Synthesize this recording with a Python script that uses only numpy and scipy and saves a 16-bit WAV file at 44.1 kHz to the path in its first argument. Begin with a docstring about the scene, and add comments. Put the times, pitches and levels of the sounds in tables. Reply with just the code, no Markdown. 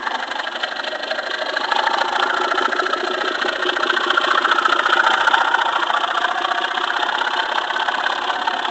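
"""The drive of a model train scrapes twice a turn, hard then soft, as it gathers speed on a baseboard.
The scrapes are gritty noise that rings every part of the train, with a metallic fizz above them.
Slack knocks once a turn through the motor mount, and some hard scrapes squeak as short wavering tones.
Wheels rumble as filtered noise, grit cracks in short noise bursts, and wall and timbers echo the scrapes.
The microphone rides on the train."""
import sys
import numpy as np
from scipy import signal
from scipy.fft import rfft, irfft, next_fast_len
from scipy.io import wavfile

SR = 44100
rng = np.random.default_rng(int(sys.argv[2]) if len(sys.argv) > 2 else 0)


def transcribe(signal):
    """Save signal, clipped to [-1, 1], as a 16-bit WAV file at the path in sys.argv[1]."""
    frames = np.atleast_2d(signal).T
    limited = np.clip(frames, -1, 1)
    pcm = np.round(limited * 32767).astype(np.int16)
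    wavfile.write(sys.argv[1], SR, pcm)


N = 383669
TIME = np.arange(N) / SR  # seconds
HZ = np.fft.rfftfreq(4096, 1 / SR)  # frequency grid of the filters

# Wheels on rail, level before trim: start_s, level_db
ROLL = [(0, -39), (.7, -45.5), (1.6, -42), (2.4, -43.5), (3.2, -41.5), (4.3, -41.5), (5.2, -46.5),
        (5.9, -48), (7.3, -47), (8.7, -42)]
# Tone of the rolling wheels: frequency_hz, relative_level_db
ROLLING = [(20, -23), (90, -20), (172, -30), (225, 1.5), (300, 3), (480, -3), (700, -1.5), (1500, -7),
           (3000, -27), (8000, -35)]
# Grit cracking under a wheel, crest before the noise is applied: start_s, level_db
TICKS = [(0.8679, -34), (1.9494, -34), (2.9343, -32), (4.033, -32), (5.2732, -20.5), (7.777, -30),
         (8.1394, -37), (8.1524, -33), (8.311, -35)]

# Speed of the drive shaft: time_s, speed_turns_per_s
SPEED = [(0.0, 12.09), (0.45, 12.29), (2.5, 14.18), (3.8, 14.62), (5.0, 14.48), (5.5, 14.82), (5.65, 13.94),
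         (6.5, 15.02), (7.15, 16.33), (7.6, 16.3), (8.4, 17.14), (8.7, 17.1)]
START_TURN = 0.117  # shaft turns
# Where the wheel presses hardest, slipping along the way: time_s, position_shaft_turns
WHEEL = [(0, 1.95), (2.7, 1.56), (5.2, 1.72), (5.5, 2.37), (7, 2.65), (8.7, 2.8)]
GEAR_RATIO = 3  # shaft turns per wheel turn

# Slack taken up once a turn, level before trim: time_s, level_db
KNOCK = [(0, -50.5), (.4, -44.5), (1.9, -31.5), (2.8, -23.5), (3.8, -26), (5.1, -30), (5.8, -36),
         (6.9, -34), (8.7, -38.5)]
# Broad tone of the knock: frequency_hz, relative_level_db
THUD = [(175, -31.5), (225, 2), (500, 5), (900, -20.5)]
# Resonances of the motor mount before drift: pitch_hz, width_hz, relative_level_db
MOUNT = [(360.6, 23, 7.5), (264, 88, -17), (460, 50, -17)]
# Drift of the mount's notes: time_s, shift_hz
MOUNT_DRIFT = [(0, -4), (3, 6), (5.6, -10), (8.7, 2)]

# Loud squeaks, crest before trim and pitch before waver: crest_s, level_db, pitch_hz
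SQUEAKS = [(1.571, -4.5, 1583), (1.875, -4, 1720), (2.308, -6.5, 1444), (2.799, -4.5, 1359),
           (2.935, -3.5, 1349), (4.178, -0.5, 1377), (4.31, -2.5, 1418), (4.516, -1.5, 1516),
           (4.589, -8, 1412), (4.998, 0, 1378), (5.069, -2.5, 1396), (5.275, -2, 1405), (5.418, -5.5, 1335),
           (5.545, -1.5, 1453)]
# Over this stretch the drive binds and every hard scrape squeaks; elsewhere only this share does
BIND_FROM_S, BIND_TO_S, CATCH_SHARE = 4.15, 5.3, 0.12
# Lesser squeaks: typical crest before trim while binding and while free, and its scatter (all dB)
BIND_DB, FREE_DB, SQUEAK_SCATTER_DB = -8.5, -15.5, 2.5
# Their typical pitch before waver (Hz) and its scatter (share of the pitch)
SQUEAK_HZ, SQUEAK_SPREAD = 1410, 0.03

# How hard the drive rubs: time_s, force_db
FORCE = [(0, -21.5), (1.3, -22), (1.8, -17.5), (2.65, -18), (3.6, -19), (4.2, -16.5), (5.28, -15.5),
         (5.6, -18.5), (6.2, -19.5), (8, -19.5), (8.7, -21)]
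# Resonances of the baseboard: pitch_hz, width_hz, relative_level_db
BASEBOARD = [(576, 91, -4.5), (625.6, 66, 1.5)]
# Resonances of the track bed: pitch_hz, width_hz, relative_level_db
TRACK_BED = [(781, 68, -5), (834, 92, -5), (901, 75, -5)]
# Resonances of the chassis: pitch_hz, width_hz, relative_level_db
CHASSIS = [(1041, 82, -3.5), (1147, 105, -0.2)]
# Resonances of the shell: pitch_hz, width_hz, relative_level_db
SHELL = [(1326, 153, 2.5), (1419, 75, 0.17)]
# Resonances of the roof before drift: pitch_hz, width_hz, relative_level_db
ROOF = [(1549, 111, 2), (1672, 165, -1.5), (1838, 93, -3.5), (1954, 140, -10.5), (2110, 62, -20)]
# Resonances of the gears: pitch_hz, width_hz, relative_level_db
GEARS = [(2453, 260, -9.5), (2677, 150, -5.5), (2948, 340, 0), (3163, 310, 4.5), (3470, 300, 1.5),
         (3610, 280, -1.5)]
# Resonances of the rail: pitch_hz, width_hz, relative_level_db
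RAIL = [(4080, 390, 2), (4260, 150, -22)]
# Resonances of the open baseboard span: pitch_hz, width_hz, relative_level_db
SPAN_MODES = [(715, 52, -4), (746, 98, -2.2)]
# Tone of the fizz: frequency_hz, relative_level_db
FIZZ = [(1000, -19.5), (2100, 7.5), (4300, -4.5), (4900, 3), (6000, 1.5), (7800, -1.5)]
# Ring of the baseboard against the drive: time_s, level_db
BASEBOARD_LEVEL = [(0, -17), (1.15, -5), (2.1, -14), (2.8, -10), (3.6, -9), (4.4, -13.5), (8.7, -15.5)]
# Ring of the track bed against the drive: time_s, level_db
TRACK_BED_LEVEL = [(0, -4), (1.2, -15.5), (1.9, -3), (2.4, -6), (2.85, -13), (4.7, -10), (5.5, -1),
                   (6.65, -13), (7.1, -2.5), (8.7, -4)]
# Ring of the chassis against the drive: time_s, level_db
CHASSIS_LEVEL = [(0, -7.5), (.85, -19), (2.3, -8), (2.85, -17.5), (4.35, -6), (5.05, -16.5), (5.7, -4),
                 (8.7, -8.5)]
# Ring of the shell against the drive: time_s, level_db
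SHELL_LEVEL = [(0, -10.5), (1.7, -11), (2.4, -2.5), (2.9, -7), (3.2, -6.5), (4, -7.5), (4.4, -3.5),
               (5.149, -0.8), (6.4, -7), (7.3, -6.5), (8.1, -9.5)]
# Ring of the roof against the drive: time_s, level_db
ROOF_LEVEL = [(0, -4.5), (.7, -10), (1.2, -4), (2, -8), (4, -7), (5.8, -7), (6.8, -5), (8.7, -6)]
# Ring of the gears against the drive: time_s, level_db
GEARS_LEVEL = [(0, -12.5), (.8, -9), (2.9, -13.5), (3.55, -8), (5.4, -10.5), (6.5, -8.5), (8.7, -8)]
# Wheel flanges rubbing the rail, against the drive: time_s, level_db
FLANGE = [(0, -17), (1.6, -12), (2.3, -19), (3.2, -16), (4.3, -18.5), (5.4, -24.5), (7, -19.5),
          (8.7, -18.5)]
# Boom of the open span of baseboard, against the drive: time_s, level_db
HOLLOW = [(0, -9.5), (1.2, -8.5), (2, -11.5), (3, -9), (4, -16), (5.4, -14), (6.3, -2.5), (7.2, -10),
          (8.7, -3.5)]
# Drift of the roof's notes: time_s, shift_hz
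ROOF_DRIFT = [(0, 89.5), (1.5, 29.5), (4, -9.5), (8.7, -20)]
# Soft scrape against the hard one, baseboard to gears in the order of PARTS: level_db
SOFT_DB = [-2, -2.5, -0.5, -6, -12, 0]
# How much each part feels the wheel's wobble, in the order of PARTS: depth_db
WOBBLE_DB = [0.8, 0.75, 0.77, 0.16, 0.6, 2.1]
# Each part's resonances beside its level curve
PARTS = [(BASEBOARD, BASEBOARD_LEVEL), (TRACK_BED, TRACK_BED_LEVEL), (CHASSIS, CHASSIS_LEVEL),
         (SHELL, SHELL_LEVEL), (ROOF, ROOF_LEVEL), (GEARS, GEARS_LEVEL)]

EDGE_HZ = 7900  # top of the microphone's band


def amp(db):
    """Turns decibels into a gain."""
    return 10 ** (np.asarray(db) / 20)


def unit(x):
    """Scales to rms 1."""
    return x / np.sqrt(np.mean(x ** 2) + 1e-20)


def curve(points):
    """Joins points (time_s, value) by straight lines."""
    return np.interp(TIME, *np.transpose(points))


def wander(rate_hz):
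    """Smooth random motion of rms 1, fading out above the rate."""
    hz = np.fft.rfftfreq(N, 1 / SR)
    spectrum = rfft(rng.standard_normal(N)) * np.exp(-(hz / rate_hz) ** 2)
    return unit(irfft(spectrum, N))


def shaped(points):
    """Gain drawn through points on a log-frequency axis."""
    hz, db = np.transpose(points)
    return amp(np.interp(np.log(HZ + 1), np.log(hz), db))


def resonant(modes):
    """Gain of a set of steep-sided resonances."""
    peaks = [amp(db) / (1 + (2 * (HZ - hz) / width) ** 2) for hz, width, db in modes]
    return np.sqrt(sum(peak ** 2 for peak in peaks))


def ring(x, gain):
    """Causal minimum-phase filter, scaled to rms 1: it rings after the push, never before."""
    log_gain = np.log(np.maximum(np.r_[gain, gain[-2:0:-1]], 1e-5))
    response = np.fft.ifft(np.exp(signal.hilbert(log_gain).conj())).real
    return unit(signal.oaconvolve(x, response[:len(HZ)])[:N])


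def detune(x, drift):
    """Slides every frequency of a sound by a curve in Hz."""
    analytic = signal.hilbert(x, next_fast_len(N))[:N]
    return (analytic * np.exp(2j * np.pi * np.cumsum(curve(drift)) / SR)).real


def wheels(level_db=4, lumpy_db=2.0):
    """A low wash of wheels on rail: filtered noise with a lumpy level."""
    level = amp(curve(ROLL) + level_db + lumpy_db * wander(25))
    return level * ring(rng.standard_normal(N), shaped(ROLLING))


def ticks(decay_s=0.0018):
    """Bright cracks of grit under a wheel: noise that starts at once and dies away fast."""
    bursts = sum(amp(db) * (TIME >= s) * np.exp(-abs(TIME - s) / decay_s) for s, db in TICKS)
    return bursts * ring(rng.standard_normal(N), resonant([(4460, 620, -5), (5850, 3900, -11.0)]))


def surroundings(x, share=0.16, near_s=0.002248, far_s=0.009, drift=0.1154):
    """Four echoes from wall and timbers, whose distances drift as the train moves."""
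    delays = np.geomspace(near_s, far_s, num=4)
    echoes = sum(np.interp(TIME - d * (1 + drift * wander(0.337)), TIME, x) for d in delays)
    return (x + share * echoes) / np.sqrt(1 + len(delays) * share ** 2)


def wobble(turns):
    """The load rises and falls (+-1) once a turn of the slightly eccentric wheel."""
    return np.cos(2 * np.pi * (turns - curve(WHEEL)) / GEAR_RATIO)


def knocks(turns, level_db=-4.0, lands=0.29, rattle=0.38, rattle_decay=0.56, wobble_db=3.0):
    """The slack closes with a short push, then rattles in the motor mount (timing in turns)."""
    count, since = np.divmod(turns - lands, 1)
    strength = amp(wobble_db * wobble(turns))
    powers = [amp(db) ** 2 / (1 + (2 * (HZ - hz) / width) ** 2) for hz, width, db in MOUNT]
    mount = shaped(THUD) * np.sqrt(sum(powers))
    push = ring(np.diff(count, prepend=count[0]) * strength, mount)
    shake = ring(rng.standard_normal(N) * strength * np.exp(-since / rattle_decay), mount)
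    knock = detune((1 - rattle) * push + rattle * shake, MOUNT_DRIFT)
    return amp(curve(KNOCK) + level_db) * unit(knock)


def catches(turns, before=0.04):
    """Lesser squeaks (crest_s, level_db, pitch_hz) that fall by chance on hard scrapes."""
    times = TIME[1:][np.diff(np.floor(turns + before)) > 0]
    chances = rng.random(len(times))
    scatters = rng.standard_normal((len(times), 2))
    rows = []
    for s, luck, (size, pitch) in zip(times, chances, scatters):
        binding = BIND_FROM_S < s < BIND_TO_S
        taken = any(abs(s - loud[0]) < 0.03 for loud in SQUEAKS)  # a loud squeak is already there
        if not taken and (binding or luck < CATCH_SHARE):
            db = (BIND_DB if binding else FREE_DB) + SQUEAK_SCATTER_DB * size
            rows.append((s, db, SQUEAK_HZ * (1 + SQUEAK_SPREAD * pitch)))
    return rows


def squeaks(turns, level_db=-10.0, rise_s=0.0047, fall_s=0.0073, waver=0.05):
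    """A catching surface builds up a brief wavering tone and lets go."""
    out = np.zeros(N)
    bend = 1 + waver * wander(240)
    for s, db, hz in [*SQUEAKS, *catches(turns)]:
        near = slice(*np.searchsorted(TIME, [s - 0.02, s + 0.04]))
        t = TIME[near] - s
        swell = np.exp(-(t / np.where(t < 0, rise_s, fall_s)) ** 2)
        tone = np.sin(2 * np.pi * np.cumsum(hz * bend[near]) / SR)
        out[near] += np.sqrt(2) * amp(db + level_db) * swell * tone  # levels are rms at the crest
    return out


def stroke(turns, centre, width):
    """A bell of contact that comes round once a turn."""
    return np.exp(-0.5 * (((turns - centre + 0.5) % 1 - 0.5) / width) ** 2)


def contacts(turns):
    """Pressure of the hard scrape, which trails off, and of the soft one over half a turn later."""
    hard = stroke(turns, -0.048, 0.082) + 0.17 * stroke(turns, 0.053, 0.041)
    soft = stroke(turns, 0.53, 0.076)
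    return hard, soft


def scrapes(turns, force_db, steady=0.26, uneven_db=0.57, own_db=1.56, chatter_db=1.25,
            grit_db=2.0, top_wobble_db=1.43, bite_db=2.0, lead=0.042):
    """Gritty friction, twice a turn, rings every part of the train and fizzes above them."""
    load = wobble(turns)
    grip = amp(uneven_db * wander(22) + chatter_db * wander(330))
    grit = rng.standard_normal(N) * grip * amp(grit_db * wander(3000))

    # The body's narrow resonances answer late, so their pressure starts earlier (lead in turns)
    hard, soft = contacts(turns + lead)
    body = amp(curve(HOLLOW)) * ring(grit * (hard + 0.55 * soft + 0.28), resonant(SPAN_MODES))
    for (modes, level), soft_db, wobble_db in zip(PARTS, SOFT_DB, WOBBLE_DB):
        pressure = np.sqrt(hard ** 2 + (amp(soft_db) * soft) ** 2 + steady ** 2)
        pressure = pressure * amp(wobble_db * load)
        part_level = amp(curve(level) + own_db * wander(48))  # each part rattles a little by itself
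        part = part_level * ring(grit * pressure, resonant(modes))
        body += detune(part, ROOF_DRIFT) if modes is ROOF else part

    hard, soft = contacts(turns)
    sharp = grit * amp(top_wobble_db * load + bite_db * wander(500))  # metal bites in finer ticks
    body += amp(curve(FLANGE)) * ring(sharp * (hard + 0.75 * soft + 0.11), resonant(RAIL))
    fizz = ring(sharp * (hard + 0.62 * soft + 0.31), shaped(FIZZ))
    return amp(force_db) * (amp(-1.6) * body + amp(-19.5) * fizz)


def scene():
    """Everything rides with the microphone; only the echoes move."""
    turns = START_TURN + np.cumsum(curve(SPEED)) / SR
    drive = surroundings(scrapes(turns, curve(FORCE)))
    mix = drive + knocks(turns) + squeaks(turns) + ticks() + wheels()
    return mix[None]


def record(dry):
    """A small microphone clips the peaks and passes a narrow band."""
    lowpass = signal.firwin(301, EDGE_HZ, window=("kaiser", 8), fs=SR)
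    return signal.oaconvolve(np.clip(dry, -0.95, 0.95), lowpass[None], "same")


dry = scene()
out = record(dry)
transcribe(out)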